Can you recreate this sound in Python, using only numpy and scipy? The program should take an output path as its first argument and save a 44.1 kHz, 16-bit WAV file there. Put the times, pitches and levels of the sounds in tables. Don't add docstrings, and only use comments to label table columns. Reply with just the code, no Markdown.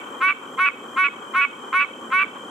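import sys
import numpy as np
from scipy import signal
from scipy.fft import rfft, irfft
from scipy.io import wavfile
from scipy.ndimage import uniform_filter1d

SR = 44100
rng = np.random.default_rng(int(sys.argv[2]) if len(sys.argv) > 2 else 0)


def to_wav(sig):
    pcm = np.clip(np.atleast_2d(sig), -1, 1) * 32767
    pcm = np.round(pcm).astype(np.int16)
    wavfile.write(sys.argv[1], SR, pcm.T)


N = 110250

# start in seconds, length in seconds, level in dB, cord pitch in Hz,
# pitch rise in Hz per second, seconds until the flap slips, seconds of uneven beating after that.
CALLS = [(0.2141, 0.11, 0.5, 1096, 651, .072, .04), (.5882, 0.11, 0.5, 1108, 335, 0.071, 0),
         (0.972, 0.11, 1, 1108, 296.3, 0.068, 0), (1.3485, 0.11, 0.5, 1100, 407.4, 0.061, 0),
         (1.735, 0.11, 0.5, 1094, 588, .061, .017), (2.121, 0.12, 0, 1094, 620, 0.075, .05)]
# seconds from its start, push in dB, pitch bend in Hz,
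# sac resonance in Hz, sac ring in dB, treble buzz in dB.
CALL_COURSE = [(-.017, -34, -100, 1900, 8.5, -25), (-.005, -10, -39.5, 2290, 2, -7.5),
               (.004, 1.5, -50.5, 2200, -7, -7), (0.019, 2.5, -1, 2270, 8, 6.5),
               (.035, 3.5, 1, 2190, 10.5, 5.5), (.054, -1.5, -2.5, 2330, 19, 3.5),
               (.07, 0.5, -2.5, 2480, 22, -0.5), (.1, -1, 6.5, 2464, 22, 0.5)]
# frequency in Hz, gain in dB.
THROAT_COLOUR = [(400, -62), (760, -31), (880, -35), (1060, 2), (1380, 1.5), (1520, -1), (1720, -14),
                 (1900, -15.5), (2250, -11.5), (2620, -14.5), (3000, -20.5), (3750, -29), (4300, -39.5),
                 (4900, -42), (5400, -71.5), (9000, -73)]
BUZZ_COLOUR = [(4000, -24.5), (5300, -19), (6000, -6.5), (7000, -29), (8200, -28), (9350, 3),
               (10000, -11.5), (11000, -11), (13500, -32.5)]
RASP_COLOUR = [(1500, -27), (2400, -9), (3000, -8), (3900, 3.5), (4700, -4.5), (7000, -42.5)]
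# frequency in Hz, left minus right in dB.
FROG_BALANCE = [(1100, 0), (1480, 0.5), (1800, 14), (2020, 7.5), (2260, -7.5), (2600, -8), (2850, 5.5),
                (3200, 0), (4100, 10), (5000, -1), (9000, 0.5)]
# frequency in Hz, gain in dB.
ECHO_COLOUR = [(900, -25.5), (1500, 4), (2300, 1), (2650, 2.5), (3500, 12.5), (9000, -6.5)]
# wing strokes per second, pitch in Hz, level in dB, left minus right in dB,
# start in seconds.
CRICKETS = [(35.07, 3120, -45, 13.5, 0), (24.16, 3130, -46, 1, 0.013), (44.06, 3170, -45, -9, 0),
            (53.7, 3110, -48, -1, 1.6)]
# frequency in Hz, gain in dB.
KATYDID_COLOUR = [(6600, -30.5), (7200, -9.5), (7550, 0), (7720, -9.5), (7830, -14.5), (8000, -12.5),
                  (8600, -15), (9200, -24)]
CHORUS_COLOUR = [(100, -55), (500, -29.5), (760, -5.5), (950, -1.5), (1130, 3), (1300, -3.5), (1500, -3.5),
                 (1720, -14), (1870, -12), (2080, -21), (2270, -26.5), (2420, -8), (2570, -29.5),
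                 (2780, -30.5), (3600, -28.5), (5000, -48)]
MURMUR_COLOUR = [(25, -50), (50, -46), (80, -35), (105, -18), (170, -12), (230, 0), (330, -1.5), (450, -1),
                 (560, -3), (640, -12), (800, -10.5), (1100, -39.5), (1800, -81.5)]
AIR_COLOUR = [(60, -21), (1500, -6.5), (3800, -1.5), (5000, 1), (6000, 7), (9000, 3.5), (10500, -1.5),
              (13000, -31), (15500, -15)]

FROG_DB, BUZZ_DB, RASP_DB, SAC_WIDTH_HZ = 16.5, -32.5, -43, 189
PULSE_S, JITTER, SHIMMER_DB, LEAK_SHIMMER_DB = .00003, .0015, .3, 8
CATCH_S, LOCK_S, START_LEAK_DB = -.003, .006, -11
ENDING_S, FLAP_FADE_S, END_LEAK_DB = .01, .014, -18
PITCH_SAG_HZ_PER_S, SAC_SAG_HZ_PER_S = 2200, 20500
END_FADE_DB_PER_S, RELEASE_DB_PER_S = 442.5, 1294.5
WHISTLE_HZ, WHISTLE_ARCH_HZ, WHISTLE_WIDTH_HZ, WHISTLE_DB = 9200, 2000, 880, -56
ECHO_DB, ECHO_T60_S, ECHO_DELAY_S, CALL_GAP_S = -21, 0.44, 0.017, .37
CHIRP_S, CHIRP_FALL_HZ, CHIRP_SPREAD_DB, CRICKET_WANDER, CRICKET_ECHO_DB = .021, 381, 1.2, .05, -6
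KATYDID_DB, KATYDID_THROB_HZ, KATYDID_DEPTH = -57.5, 49.2, 0.44
THIN_RASP_HZ, THIN_RASP_DB, THIN_RASP_STOP_S = 12100, -71.5, 1.0
CHORUS_DB, CHORUS_PAN_DB, CHORUS_FLUTTER_DB = -39.5, 2.5, 2
MURMUR_DB, MURMUR_SWELL_DB, AIR_DB, TREBLE_LIKENESS = -41, .7, -60.5, .45
LIMIT_DB, LIMIT_SHARE, LIMIT_ATTACK_S, LIMIT_RELEASE_DB_PER_S = -20.5, 0.44, 0.0013, 44
CUTOFF_HZ = 15800


def treefrog():
    pulses, sac_hz, sac_db, buzz_db, arch = np.zeros((5, N))
    course_s, *columns = np.transpose(CALL_COURSE)
    sac_hz += CALL_COURSE[-1][3]
    waver = 1 + JITTER * drift(89)
    for start, length, db, pitch, rise, slip_s, uneven_s in CALLS:
        at = np.arange(int((start - .018) * SR), int((start + .16) * SR))
        t = at / SR - start
        push, bend, sac_hz[at], sac_db[at], buzz_db[at] = [np.interp(t, course_s, c) for c in columns]
        arch[at] = np.sin(np.pi * np.clip(t / length, 0, 1))
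        ending_s = np.clip(t - length + ENDING_S, 0, None)
        sag_s = np.minimum(ending_s, 2 * ENDING_S)
        sac_hz[at] -= SAC_SAG_HZ_PER_S * sag_s
        cord_hz = (pitch + rise * t + bend - PITCH_SAG_HZ_PER_S * sag_s) * waver[at]
        turns = np.cumsum(cord_hz) / SR
        cycle = np.round(turns).astype(int)
        cycle_times = np.interp(np.arange(cycle[-1] + 1), turns, t)
        strength = flap(cycle_times, length, slip_s, uneven_s)
        fade_db = END_FADE_DB_PER_S * ending_s + RELEASE_DB_PER_S * np.clip(t - length, 0, None)
        from_pulse_s = (turns - cycle) / cord_hz
        puff = np.exp(-(from_pulse_s / PULSE_S) ** 2) / (PULSE_S * SR * np.sqrt(np.pi))
        pulses[at] = from_db(FROG_DB + db + push - fade_db) * strength[cycle] * puff
    throat = colour(pulses, THROAT_COLOUR, causal=False)
    sac = from_db(sac_db) * resonate(throat, sac_hz, SAC_WIDTH_HZ)
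    whistle_hz = WHISTLE_HZ + WHISTLE_ARCH_HZ * arch
    whistle = from_db(WHISTLE_DB) * resonate(pulses, whistle_hz, WHISTLE_WIDTH_HZ)
    rush = uniform_filter1d(pulses, size=40) * rng.standard_normal(N)
    rasp = colour(rush * from_db(RASP_DB + sac_db), RASP_COLOUR)
    buzz = colour(pulses * from_db(BUZZ_DB + buzz_db), BUZZ_COLOUR)
    return throat + sac + rasp + whistle + buzz


def flap(times, length, slip_s, uneven_s):
    shimmer = rng.standard_normal(SR)[:len(times)]
    chance = rng.random(SR)
    passed, k = np.zeros(len(times)), 0
    while k < len(times):
        passed[k] = 1
        locked = LOCK_S < times[k] < slip_s
        uneven = 0 <= times[k] - slip_s < uneven_s
        k += 3 if locked or (uneven and chance[k] < .5) else 4
    beating = passed * from_db(SHIMMER_DB * shimmer)
    leak = from_db(LEAK_SHIMMER_DB * shimmer)
    slack = np.clip((times - length + ENDING_S) / FLAP_FADE_S + .5, 0, 1)
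    strength = (1 - slack) * beating + slack * from_db(END_LEAK_DB) * leak
    return np.maximum(strength, from_db(START_LEAK_DB) * leak * (times < CATCH_S))


def crickets():
    out = 0
    for rate, hz, db, pan_db, start in CRICKETS:
        strokes = rng.random() + np.cumsum(rate * (1 + CRICKET_WANDER * drift(4.29))) / SR
        along = np.clip(strokes % 1 / rate / CHIRP_S, 0, 1)
        pitch = hz + CHIRP_FALL_HZ * (.5 - along) + 25 * drift(28.7)
        phase = 2 * np.pi * np.cumsum(pitch) / SR
        tone = np.sin(phase) + from_db(-22) * np.sin(2 * phase) + from_db(-35) * np.sin(3 * phase)
        envelope = np.sin(np.pi * along) ** 2 * from_db(db + CHIRP_SPREAD_DB * drift(24))
        song = tone * envelope * (np.arange(N) / SR >= start)
        out = out + pan(pan_db) * song + from_db(CRICKET_ECHO_DB) * foliage(song)
    return out


def katydids():
    t = np.arange(N) / SR
    phase = 2 * np.pi * KATYDID_THROB_HZ * t
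    throb = 1 + KATYDID_DEPTH * (np.sin(phase) + np.cos(2 * phase)) / 2
    thin = noise([(THIN_RASP_HZ - 1100, -25), (THIN_RASP_HZ, 0), (THIN_RASP_HZ + 1300, -25)], alike=.7)
    thin *= np.clip((THIN_RASP_STOP_S - t) * 20, 0, 1)
    rasp = throb * noise(KATYDID_COLOUR, TREBLE_LIKENESS)
    return from_db(KATYDID_DB) * rasp + from_db(THIN_RASP_DB) * thin


def far_chorus():
    flutter = from_db(CHORUS_DB + CHORUS_FLUTTER_DB * drift(23))
    chorus = flutter * pan(CHORUS_PAN_DB) * noise(CHORUS_COLOUR, alike=0.18)
    murmur = from_db(MURMUR_DB + MURMUR_SWELL_DB * drift(2)) * noise(MURMUR_COLOUR, alike=0.96)
    air = from_db(AIR_DB) * noise(AIR_COLOUR, TREBLE_LIKENESS)
    return chorus + murmur + air


def foliage(x):
    t = np.arange(SR // 2) / SR
    tail = rng.standard_normal((2, len(t))) * from_db(-60 * t / ECHO_T60_S) * (t > ECHO_DELAY_S)
    return signal.fftconvolve(x[None], tail / np.sqrt(np.sum(tail[0] ** 2)), axes=1)[:, :N]


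def resonate(x, hz, width_hz, block=64):
    r = np.exp(-np.pi * width_hz / SR)
    b = np.array([1, 0, -1]) * (1 - r * r) / 2
    out, state = np.zeros(N), np.zeros(2)
    for i in range(0, N, block):
        a = [1, -2 * r * np.cos(2 * np.pi * hz[i] / SR), r * r]
        out[i:i + block], state = signal.lfilter(b, a, x[i:i + block], zi=state)
    return out


def colour(x, points, share=1, causal=True):
    size = 2 ** 17
    hz, db = np.transpose(points)
    bin_hz = np.arange(size // 2 + 1) * SR / size
    gain = from_db(np.interp(np.log(bin_hz + 1), np.log(hz), db) * share)
    if causal:
        cepstrum = irfft(np.log(gain))
        cepstrum[1:size // 2] *= 2
        cepstrum[size // 2 + 1:] = 0
        gain = np.exp(rfft(cepstrum))
    return irfft(rfft(x, size) * gain)[..., :N]


def noise(points, alike):
    mid, side = rng.standard_normal((2, N))
    stereo = np.sqrt(1 + alike) * mid + np.sqrt(1 - alike) * side * [[1], [-1]]
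    return unit_power(colour(stereo, points))


def drift(hz):
    r = np.exp(-2 * np.pi * hz / SR)
    return unit_power(signal.lfilter([1], [1, -2 * r, r * r], rng.standard_normal(N + SR))[SR:])


def pan(db):
    return from_db(np.array([[.5], [-.5]]) * db)


def unit_power(x):
    return x / np.sqrt(np.mean(x ** 2) + 1e-20)


def from_db(db):
    return 10 ** (np.asarray(db) / 20)


def scene():
    frog = treefrog()
    direct = np.array([colour(frog, FROG_BALANCE, share=side) for side in (.5, -.5)])
    echoes = from_db(ECHO_DB) * foliage(colour(frog, ECHO_COLOUR))
    opening = np.arange(N) / SR < CALL_GAP_S / 2
    earlier_echo = np.roll(echoes, -int(CALL_GAP_S * SR), axis=1) * opening
    return direct + echoes + earlier_echo + crickets() + katydids() + far_chorus()


def record(dry):
    r = np.exp(-1 / (LIMIT_ATTACK_S * SR))
    power = signal.lfilter([1 - r], [1, -r], np.mean(dry ** 2, axis=0))
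    over_db = np.maximum(10 * np.log10(power + 1e-12) - LIMIT_DB, 0)
    release_db = LIMIT_RELEASE_DB_PER_S * np.arange(N) / SR
    held_db = np.maximum.accumulate(over_db + release_db) - release_db
    gain = from_db(-LIMIT_SHARE * signal.lfilter([1 - r], [1, -r], held_db))
    return signal.sosfilt(signal.cheby2(16, 60, CUTOFF_HZ, fs=SR, output="sos"), dry * gain)


dry = scene()
out = record(dry)
to_wav(out)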